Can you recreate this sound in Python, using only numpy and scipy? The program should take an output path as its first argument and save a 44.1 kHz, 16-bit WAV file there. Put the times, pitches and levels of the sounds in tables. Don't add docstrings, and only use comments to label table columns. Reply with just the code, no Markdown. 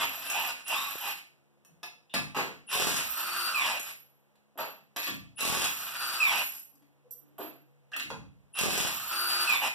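import sys
import numpy as np
from scipy import signal
from scipy.fft import rfft, irfft, next_fast_len
from scipy.io import wavfile
from scipy.ndimage import uniform_filter1d

SR = 44100
rng = np.random.default_rng(int(sys.argv[2]) if len(sys.argv) > 2 else 0)


def master_out(mix):
    frames = np.transpose(np.atleast_2d(mix))
    ceiling = np.clip(frames, -1, 1)
    pcm = np.round(ceiling * 32767).astype(np.int16)
    wavfile.write(sys.argv[1], SR, pcm)


N = 429534
T = np.arange(N) / SR

# pressed t/s, let go t/s, gears catch t/s, at rest t/s, top whine f/Hz before load,
# spin-up time/s, coast time/s, running level/dB, shudder level/dB, whirr level/dB, braking squeal level/dB
PULLS = [(-.3, -.065, 0.041, 0.52, 4200, 0.047, 0.43, -23.5, -29.5, -42.5, -24.5),
         (.24, 0.441, 0.51, 0.61, 3001, .07, .3, -37, -36, -47.5, -62),
         (0.644, .875, 1.123, 1.177, 3853, .066, .6, -40.5, -34.5, -36.5, -57),
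         (2.668, 3.544, 3.78, 3.91, 4552, 0.072, .33, -30, -30.5, -42, -22),
         (5.361, 6.201, 6.432, 6.56, 4567, .07, .335, -33, -31, -51.5, -17.5),
         (8.531, 9.474, 9.68, 9.9, 4574, .07, 0.37, -29.5, -27, -49, -19.5)]
# start t/s, end t/s, level/dB, time for which the freed nut still drags on its thread/s
HAMMERING = [(2.728, 3.009, -29.5, 0.15), (5.405, 5.653, -30, 0.33), (8.588, 8.895, -30, 0.21)]
# first touch t/s, seated t/s, knock level/dB, ring level/dB, hollow note f/Hz
SEATINGS = [(2.347, 2.365, -24.5, -45, 454), (4.576, 4.588, -31.5, -42.5, 604),
            (7.382, 7.402, -39.5, -42.5, 657)]
# f/Hz, spectral level/dB
WHEEL = [(30, -17), (70, -3.5), (140, -1.5), (240, -3.5), (450, -7), (900, -12.5), (2000, -20), (6000, -40)]
NUT_HZ, SOCKET_HZ, STUD_HZ = 11690, 12280, 12990
FULL_HZ = 4593
SEAT_CHATTER_S = 0.045
THREAD_FADE_S = 0.16
STUD_RATTLE_S = 0.2


def undb(db):
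    return 10 ** (np.asarray(db) / 20)


def unit(x):
    return x / np.sqrt(np.mean(x ** 2) + 1e-20)


def lookup(points, hz):
    f, value = np.transpose(points)
    return np.interp(np.log(np.maximum(hz, 1)), np.log(f), value)


def colour(x, points):
    size = 4096
    spectrum = undb(lookup(points, np.fft.rfftfreq(size, 1 / SR)))
    cepstrum = irfft(np.log(spectrum))
    cepstrum[1:size // 2] *= 2
    cepstrum[size // 2 + 1:] = 0
    impulse = irfft(np.exp(rfft(cepstrum)))
    return signal.fftconvolve(x, impulse / np.linalg.norm(impulse))[:len(x)]


def mode_pole(hz, t60):
    return np.exp((2j * np.pi * hz - np.log(1000) / t60) / SR)


def ring(x, hz, t60):
    response = signal.lfilter([1], [1, -mode_pole(hz, t60)], x + 1e-18).imag
    return unit(response) * np.sqrt(np.mean(x ** 2))


def walk(rate):
    k = max(int(SR / rate), 2)
    knots = rng.standard_normal(N // k + 2)
    wander = np.interp(np.arange(N) / k, np.arange(N // k + 2), knots)
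    return unit(uniform_filter1d(wander, k))


def cycles(hz):
    return 2 * np.pi * np.cumsum(hz) / SR


def contacts(n, rate, spread_db):
    chance, size = rng.random(n), rng.standard_normal(n)
    hits = (chance < rate / SR) * rng.choice([-1, 1], n)
    return unit(hits * undb(spread_db * np.clip(size, -2, 2)))


def blow(chatter, first=0.39, rate=11000, energy_s=0.018):
    t = T[:SR // 2]
    x = contacts(len(t), rate, 2.9) * np.exp(-t / max(chatter, 1e-4))
    x /= np.linalg.norm(x) + 1e-12
    x[0] += first
    return x / np.linalg.norm(x) * np.sqrt(energy_s * SR)


def add(track, s, x):
    i = max(int(s * SR), 0)
    track[i:i + len(x)] += x[:max(N - i, 0)]


def gate(start, end, rise, fall):
    return np.clip((T - start) / rise, 0, 1) * np.exp(-np.clip((T - end) / fall, 0, 50))


def radiated(x, cut_hz=560):
    return signal.sosfilt(signal.butter(4, cut_hz, "high", fs=SR, output="sos"), x)


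def low_pass(x, cut_hz):
    return signal.sosfilt(signal.butter(2, cut_hz, fs=SR, output="sos"), x)


def ports(pair):
    # f/Hz, level/dB
    width = [(60, -13), (130, -8.5), (260, -7), (520, -5.5), (1000, 5), (2000, 2.5), (15000, 4)]
    n = pair.shape[1]
    side = irfft(rfft(pair[1]) * undb(lookup(width, np.fft.rfftfreq(n, 1 / SR))), n)
    return np.array([pair[0] + side, pair[0] - side]) / np.sqrt(2)


def shop_fan(air_db=-70):
    # f/Hz, spectral level/dB
    air_spectrum = [(25, -18), (70, 5.5), (140, 5), (300, -1), (500, 2), (900, -3.5), (1400, -9.5),
                    (2000, -12), (2800, -12.5), (4500, -22.5), (9000, -23.5), (15000, -25.5)]
    # f/Hz, level/dB
    blade_tones = [(70, -88.5), (140, -68.5), (210, -75.5), (280, -82), (350, -79), (490, -81.5)]
    noise = np.array([colour(rng.standard_normal(N), air_spectrum) for _ in range(2)])
    air = ports(noise) * undb(air_db + 0.49 * walk(11))
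    hum = 0
    for hz, db in blade_tones:
        hum = hum + undb(db + 4.1 * walk(3.2)) * np.sin(2 * np.pi * hz * T + 0.51 * walk(28))
    return air + hum * np.array([[1.5], [.3]])


def room_response(direct_db=-8, wet_db=-0.5, build_s=0.0032):
    # f/Hz, T60/s
    decay_times = [(150, 0.78), (400, 0.37), (1000, 0.32), (2800, 0.39), (7000, 0.36), (14000, 0.3)]
    t = T[:SR * 3 // 4]
    hz = np.fft.rfftfreq(len(t), 1 / SR)
    noise, tail = rfft(ports(rng.standard_normal((2, len(t))))), 0
    for k, (_, t60) in enumerate(decay_times):
        share = lookup([(f, j == k) for j, (f, _) in enumerate(decay_times)], hz)
        tail = tail + irfft(noise * share, len(t)) * undb(-60 * t / t60)
    tail *= np.minimum(t / build_s, 1)
    response = undb(wet_db) * tail / np.linalg.norm(tail) * np.sqrt(2)
    response[:, 0] += undb(direct_db)
    return response


def workshop(x, count=5):
    place = T / .3
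    out = 0
    for k in range(count):
        distance = np.abs((place - k + 1) % count - 1)
        weight = np.cos(np.pi / 2 * np.minimum(distance, 1))
        out = out + signal.oaconvolve((x * weight)[None], room_response(), axes=1)[:, :N]
    return out


def low_tones(t60=0.21):
    # start t/s, end t/s, f/Hz, level/dB
    swells = [(0.17, 0.545, 291, -58.5), (1.68, 1.746, 163, -53), (6.698, 6.846, 289, -61.5),
              (7.041, 7.076, 492, -58), (7.195, 7.443, 292, -60), (7.943, 8.08, 292, -46)]
    out = 0
    for start, end, hz, db in swells:
        out = out + undb(db) * gate(start, end, 0.022, 0.015) * ring(rng.standard_normal(N), hz, t60)
    return out


def thumps():
    # t/s, level/dB
    thump_events = [(0.955, -43), (3.8, -48.5)]
    x = np.zeros(N)
    for s, db in thump_events:
        add(x, s, undb(db) * blow(0.0023))
    return colour(x, WHEEL) * np.array([[1], [.3]])


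def running_board():
    # t/s, chatter time/s, level/dB, dull above f/Hz
    set_downs = [(0, 0.03, -50.5, 610), (2.14, 0.047, -41.5, 600), (2.351, 0.036, -45.5, 500),
                 (5.085, 0.017, -44, 600), (5.14, 0.03, -47, 260), (8.055, 0.021, -51.5, 350),
                 (8.11, 0.023, -46, 600), (8.185, 0.037, -46, 150)]
    # f/Hz, T60/s, relative level/dB
    board_modes = [(108, .12, -7), (144, 0.18, 3), (163.7, 0.097, 0.5), (201.4, 0.14, 3.5), (242, .1, -1.5),
                   (279.4, 0.22, 3), (320, 0.13, -6.5)]
    force = np.zeros(N)
    for s, chatter, db, dull_hz in set_downs:
        add(force, s, undb(db) * low_pass(blow(chatter, first=0.29), dull_hz))
    out = 0
    for hz, t60, db in board_modes:
        pole = mode_pole(hz, t60)
        gain = undb(db + 3) * np.sqrt(2 * (1 - abs(pole) ** 2))
        out = out + gain * signal.lfilter([1], [1, -pole], force + 1e-18).imag
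    return out


def clangs(detune=.007, scatter_db=1.2):
    # t/s, chatter time/s, level/dB
    strikes = [(1.831, .007, -40.5), (2.14, 0.033, -33.5), (4.965, 0.02, -45), (5.07, 0.023, -43.5),
               (7.962, 0.0058, -54), (7.999, 0.03, -53)]
    # f/Hz before detuning, T60/s, relative level/dB before scatter
    bright_modes = [(726, 0.1, -15), (846, .03, -9.5), (1035, 0.04, -12), (1190, 0.048, -4),
                    (1356, 0.05, -14.5), (1700, .04, -3.5), (2090, 0.1, -10.5), (2570, 0.044, -4),
                    (2637, .07, -7.5), (3060, .04, -14), (3346, .035, -7), (3666, .04, -6.5),
                    (5030, .035, -8), (5460, 0.021, -10)]
    out = np.zeros(N)
    for s, chatter, db in strikes:
        x = undb(db) * blow(chatter, first=0.13)
        variations = rng.standard_normal((len(bright_modes), 2))
        for (hz, t60, mode_db), (shift, size) in zip(bright_modes, variations):
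            note = ring(x, hz * (1 + detune * shift), t60)
            add(out, s, undb(mode_db + scatter_db * size) * note)
    return out


def hollow_notes(t60=0.02, seat_note_db=-2):
    # t/s, chatter time/s, f/Hz, level/dB
    struck_notes = [(2.098, 0.026, 2800, -54), (2.096, 0.026, 3580, -54.5), (4.556, 0.035, 390, -46),
                    (4.59, 0.03, 860, -38), (4.59, 0.027, 1310, -37.5), (4.963, 0.018, 446, -51),
                    (5.072, 0.025, 3320, -39), (7.386, 0.038, 679.7, -39), (7.39, 0.032, 500, -44),
                    (7.392, 0.022, 317, -32), (7.919, .023, 1694, -42), (7.934, 0.016, 2680, -33.5),
                    (7.935, .06, 690, -51.5), (7.937, 0.0065, 1750, -38), (7.962, 0.0043, 1270, -43),
                    (7.993, 0.032, 2810, -38), (7.996, .015, 1180, -56), (8.103, .002, 1115, -41.5),
                    (8.103, 0.0022, 1510, -47), (8.11, .023, 498, -41.5)]
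    seat_notes = [(seated, SEAT_CHATTER_S, hz, db + seat_note_db) for _, seated, db, _, hz in SEATINGS]
    out = np.zeros(N)
    for s, chatter, hz, db in struck_notes + seat_notes:
        note = ring(blow(chatter), hz, t60)
        add(out, s, undb(db) * radiated(note, .7 * hz))
    return out


def steel_ring(x):
    # f/Hz, T60/s, relative level/dB
    steel_modes = [(680, 0.38, -10.5), (1175, 0.14, -4.5), (1720, 0.15, -9), (2660, 0.021, 3),
                   (3320, 0.16, -8.5), (4700, .12, -16)]
    return sum(undb(db) * ring(x, hz, t60) for hz, t60, db in steel_modes)


def seating_taps(touch_db=-7.5, click_db=-7, tick_db=-12):
    taps = []
    for touch, seated, db, ring_db, _ in SEATINGS:
        for s, force_db in [(touch, touch_db), (seated, 0)]:
            knock_db = db + force_db
            taps.append((s, SEAT_CHATTER_S, knock_db + click_db, knock_db, ring_db + tick_db,
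                         SOCKET_HZ, ring_db))
    return taps


def nut_load(fade_s):
    return sum(gate(start - .06, end, 0.0043, fade_s) for start, end, *_ in HAMMERING)


def rattles(socket_db=-45.5, stud_db=-38.5):
    # start t/s, end t/s, ring f/Hz, level/dB
    rattle_events = [(.045, 0.236, SOCKET_HZ, -44.5), (0.362, 0.477, SOCKET_HZ, -51),
                     (0.984, 1.06, NUT_HZ, -46), (3.801, 3.909, NUT_HZ, -43.5), (6.336, 6.592, NUT_HZ, -43),
                     (9.601, 9.702, NUT_HZ, -52)]
    stud = sum(gate(end, end + STUD_RATTLE_S, .005, .01) for _, end, *_ in HAMMERING)
    spinning = sum(gate(pressed + 0.054, catch - .03, .005, .01) for pressed, _, catch, *_ in PULLS)
    socket = spinning * (nut_load(STUD_RATTLE_S) < .4)
    parts = [(undb(stud_db) * stud, STUD_HZ), (undb(socket_db) * socket, SOCKET_HZ)]
    for start, end, hz, db in rattle_events:
        parts.append((undb(db) * gate(start, end, 0.001995, 0.0076), hz))
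    return [(gain * contacts(N, 700, 2.3), hz) for gain, hz in parts]


def nuts(ring_t60=0.084, rattle_t60=.06, tail_t60=0.56, tail_db=-9.5):
    # t/s, chatter time/s, click level/dB, knock level/dB, bright tick level/dB,
    # ring f/Hz, ring level/dB
    tap_events = [(.008, 0.022, -32, -48, -51, SOCKET_HZ, -47),
                  (0.3, 0.0027, -33.5, -45, -30.5, SOCKET_HZ, -41),
                  (0.681, 0.0031, -42, -66.5, -35, SOCKET_HZ, -39.5),
                  (1.077, 0.0027, -40, -53, -40, SOCKET_HZ, -47),
                  (1.649, 0.003, -62.5, -75, -58, NUT_HZ, -65), (1.831, 0.0069, -43, -56, -48, NUT_HZ, -54),
                  (2.139, 0.018, -26.5, -33.5, -32, SOCKET_HZ, -61),
                  (3.797, 0.0013, -41, -57, -36.5, NUT_HZ, -49),
                  (4.355, .006, -68.5, -79, -83, NUT_HZ, -84), (4.962, 0.032, -30, -37.5, -44, NUT_HZ, -37),
                  (5.029, 0.027, -32.5, -73.5, -48, NUT_HZ, -35),
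                  (5.068, 0.018, -31.5, -41, -51, NUT_HZ, -59.5),
                  (6.438, .0029, -54, -67, -43, NUT_HZ, -41), (6.753, 0.0033, -81, -77.5, -67, NUT_HZ, -63),
                  (6.823, .003, -68.5, -79, -77, NUT_HZ, -76),
                  (7.108, 0.014, -78, -80, -54, SOCKET_HZ, -40),
                  (7.917, 0.022, -52.5, -64, -67, NUT_HZ, -72),
                  (7.964, 0.005, -36.5, -73, -40, NUT_HZ, -46),
                  (7.998, 0.007, -33.5, -73, -48, NUT_HZ, -56),
                  (8.103, 0.002, -40, -34.5, -63, NUT_HZ, -81)]
    # f/Hz, spectral level/dB
    click_spectrum = [(100, -22), (500, -19.5), (1200, -2.5), (2000, 6), (2750, 2.5), (3400, -1),
                      (4300, 3.5), (5200, -4.5), (7000, -3.5), (10000, -14), (13000, -21), (15500, -24.5)]
    knock_spectrum = [(25, -43), (90, -21.5), (160, 0), (300, -0.5), (480, -4.5), (800, 4.5), (1250, 1.5),
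                      (2000, -1), (4000, -11.5), (12000, -43)]
    tick_spectrum = [(500, -39.5), (3000, -19.5), (5500, -0.5), (9500, -1), (14000, -9), (15500, -9.5)]
    click, knock, tick, rings = np.zeros((4, N))
    for s, chatter, click_db, knock_db, tick_db, hz, ring_db in tap_events + seating_taps():
        x = blow(chatter, first=0.17)
        add(click, s, undb(click_db) * x)
        add(knock, s, undb(knock_db) * x)
        add(tick, s, undb(tick_db) * x)
        add(rings, s, undb(ring_db) * ring(x, hz, ring_t60))
    for x, hz in rattles():
        rings += ring(x, hz, rattle_t60)
        if hz == NUT_HZ:
            rings += undb(tail_db) * ring(x, hz, tail_t60)
        tick += undb(-9.5) * x
    rings *= .85 + .35 * walk(140) + .05 * walk(900)
    clicks = colour(click, click_spectrum) + undb(-13) * steel_ring(click)
    return clicks + colour(knock, knock_spectrum) + colour(tick, tick_spectrum) + rings


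def chirps(switch_hz=10000, spread_hz_per_s=9000, body_hz=2720, chirp_db=-37.5):
    out, load = np.zeros((2, N))
    for s, _, _, _, top_hz, *_ in PULLS:
        gain = undb(chirp_db) * top_hz / FULL_HZ
        offset = spread_hz_per_s * np.clip(T - s - .01, 0, .1)
        tones = np.sin(cycles(switch_hz + offset)) + 0.65 * np.sin(cycles(switch_hz - offset))
        out += gain * gate(s - .003, s + 0.04, 0.042, .008) * tones
        load += gain * gate(s + 0.0056, s + .06, 0.046, 0.016)
    body = undb(5.0) * load * ring(rng.standard_normal(N), body_hz, 0.026)
    return out * (1 + 0.28 * walk(400)) + body


def hammer(scatter_db=3.0, thud_db=-7, bite_s=0.014, blows_per_s=42.1):
    # f/Hz, spectral level/dB
    anvil_spectrum = [(100, -15), (400, -5.5), (900, -5.5), (1600, -4.5), (2100, -1), (2700, -0.5),
                      (3300, -0.5), (5000, -2.5), (8000, -4), (11000, -5), (13000, -8), (15500, -11.5)]
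    steel, thud = np.zeros(N), np.zeros(N)
    for start, end, db, _ in HAMMERING:
        times = np.arange(start, end, 1 / blows_per_s)
        for s, (late, size, rebound, grip) in zip(times, rng.standard_normal((len(times), 4))):
            s += .0007 * late
            add(steel, s, undb(db - 3.5 + .8 * scatter_db * size) * blow(.003, first=.3))
            add(steel, s + .011 + .0015 * rebound, undb(db - 7) * blow(0.012, first=0.18))
            bite = np.clip((s - start) / bite_s, .1, 1)
            add(thud, s, bite * undb(db + thud_db + scatter_db * grip) * blow(0.0038, first=0.94))
    return colour(steel, anvil_spectrum) + undb(-16.5) * steel_ring(steel), colour(thud, WHEEL)


def drive():
    # t/s, half length/s, depth/dB
    lulls = [(0.969, 0.054, 19.5), (9.592, 0.022, 19)]
    ease_s, ease_lead_s = .015, .009
    kick_db, kick_s = 4, 0.14
    shudder_hz, shudder_width_hz = 3134, 730
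    load_sag, recover_s = .33, .066
    thread_damp_db, thread_step_db = 13.5, 6.5
    hz, run, shudder, whirr = np.zeros((4, N))
    for pressed, let_go, catch, rest, top_hz, spin_s, coast_s, run_db, shudder_db, whirr_db, _ in PULLS:
        coasted_s = ease_s * np.logaddexp(0, (T - let_go + ease_lead_s) / ease_s)
        spin_up = 1 - np.exp(-(np.maximum(T - pressed, 0) / spin_s) ** 1.5)
        speed = spin_up * np.exp(-coasted_s / coast_s)
        hz = np.where(T >= pressed, top_hz * speed, hz)
        run += undb(run_db) * speed ** 2 * gate(pressed, let_go - .04, .005, 0.16)
        kick = kick_db * gate(pressed, pressed + kick_s, .005, .02)
        shudder += undb(shudder_db + kick) * gate(pressed, catch, .005, .007)
        whirr += undb(whirr_db) * gate(catch, rest, 0.1, 0.015)
    hz *= 1 - load_sag * nut_load(recover_s)
    shudder *= np.exp(-.5 * ((hz - shudder_hz) / shudder_width_hz) ** 2)
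    lull_db = sum(db * np.exp(-((T - s) / half) ** 2) for s, half, db in lulls)
    on_thread = sum(gate(start - .06, end + drag_s, .005, 0.0076) for start, end, _, drag_s in HAMMERING)
    freedom = undb(-thread_damp_db * nut_load(THREAD_FADE_S) - thread_step_db * on_thread - lull_db)
    return hz, run * freedom, shudder * freedom, whirr


def clear_whine(octave_db=-8):
    # t/s, level/dB
    direct_share = [(.4, -18), (.95, -10.5), (2.7, -21), (6.4, -19), (8.6, -1.5)]
    hz, run, _, _ = drive()
    phase = cycles(hz) + .25 * walk(300)
    run = run * undb(-20 * nut_load(THREAD_FADE_S) + 1.5 * walk(70)) * np.minimum(hz / FULL_HZ, 1) ** 8
    tones = np.sin(phase) + undb(octave_db) * np.sin(2 * phase)
    x = run * undb(np.interp(T, *np.transpose(direct_share))) * tones
    return np.array([np.roll(x, 3), x])


def motor(growl_ratio=.303, mesh_ratio=.605, idle_mesh_db=-17, slack_hz=1200, run_growl_db=-6.5,
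          growl_db=-6, rasp_db=-5, case_db=-2.5):
    # f/Hz, spectral level/dB
    housing_spectrum = [(60, -14), (200, -5), (450, -10.5), (700, -2.5), (1000, 1), (1900, 2.5), (2650, 8),
                        (3300, -2.5), (4300, -1), (6000, -7), (9000, -7.5), (12000, -11), (15500, -27)]
    clatter_run_db, clatter_shudder_db, clatter_idle_db, clatter_hammer_db = -4, -1.5, -43.5, -34.5
    slip_db, shake_rad = 3.5, .85
    hz, run, shudder, whirr = drive()
    gears = np.hypot(run, shudder)
    turning = sum(gate(pressed + 0.017, catch, 0.0073, .01) for pressed, _, catch, *_ in PULLS)
    phase = cycles(hz * (1 + 0.00297 * walk(250)))
    whine = undb(-31.0) * np.sin(phase) + undb(-34.5) * np.sin(2 * phase) + undb(-41.5) * np.sin(3 * phase)
    whine *= np.minimum(hz / FULL_HZ, 1) ** 7 * gears / undb(-28.0)
    band = walk(330) * np.sin(growl_ratio * phase) + walk(750) * np.cos(growl_ratio * phase)
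    growl = unit(band) * np.hypot(run * undb(run_growl_db), shudder * undb(growl_db))
    teeth = contacts(N, 12000, 1.9) * (1 + 0.2 * np.sin(phase / 36)) * undb(1.9 * walk(60))
    hammering = sum(gate(start - .02, end, 0.008, 0.061) for start, end, *_ in HAMMERING)
    causes = [undb(clatter_run_db) * run, undb(clatter_shudder_db) * shudder,
              undb(clatter_idle_db) * turning, whirr, undb(clatter_hammer_db) * hammering]
    clatter = colour(teeth, housing_spectrum) * np.linalg.norm(causes, axis=0)
    braking = sum(undb(db) * gate(let_go, let_go + 0.06, 0.0023, 0.016) for _, let_go, *_, db in PULLS)
    tooth = mesh_ratio * phase + 0.25 * walk(300)
    mesh = np.sin(tooth) + undb(-26) * np.sin(2 * tooth) + undb(-29) * np.sin(3 * tooth)
    mesh *= braking + gears * undb(idle_mesh_db)
    slack = gears * np.clip((FULL_HZ - hz) / slack_hz, 0, 1) ** 1.9
    shake = shake_rad * walk(450)
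    grip = unit(undb(slip_db * walk(110)))
    in_case = np.exp(-((2 * mesh_ratio * hz - 2750) / 400) ** 2)
    rasp = np.sin(phase + shake) * undb(rasp_db) + np.sin(2 * tooth + shake) * in_case * undb(-3.5)
    rasp *= slack * grip
    gear_case = ring(contacts(N, 1500, 3), 2550, .008) * slack * undb(case_db)
    turn = phase / 13
    rotor = np.sin(turn + .5 * walk(40)) * run * undb(-21.0)
    return whine + rotor + radiated(growl + rasp) + clatter + mesh + gear_case


def scene(room_db=-3.0, direct_db=-9, near_thud_db=-4):
    gears = motor()
    anvil, thud = hammer()
    sources = undb(room_db) * gears + chirps() + anvil + thud + nuts() + hollow_notes()
    sources += running_board() + clangs() + low_tones()
    near_thud = undb(near_thud_db) * low_pass(thud, 500) * np.array([[1], [-1]])
    direct = undb(direct_db) * gears + near_thud + clear_whine() + thumps()
    return workshop(sources) + direct + shop_fan()


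def record(dry):
    # f/Hz, level/dB
    cross_share = [(100, -.6), (300, -.8), (1000, -1.3), (6700, -1.5), (8500, -7), (15000, -6)]
    # f/Hz, level/dB
    balance = [(250, -0.5), (1000, 0.2), (2500, -2.5), (5000, 3), (9500, 1.2), (12300, -6.5), (15000, 0)]
    port_lag_s, top_hz = 20 / SR, 15400
    size = next_fast_len(N + SR)
    hz, pair = np.fft.rfftfreq(size, 1 / SR), rfft(dry, size)
    cross = undb(np.minimum(lookup(cross_share, hz), 0))
    delayed_other = np.exp(-2j * np.pi * hz * port_lag_s) * pair[::-1]
    wide = (pair - cross * delayed_other) / np.hypot(1, cross)
    wide *= undb(np.array([[1], [-1]]) * lookup(balance, hz) / 2)
    top_cut = signal.ellip(10, .2, 80, top_hz, fs=SR, output="sos")
    return signal.sosfilt(top_cut, irfft(wide, size)[:, :N])


dry = scene()
out = record(dry)
master_out(out)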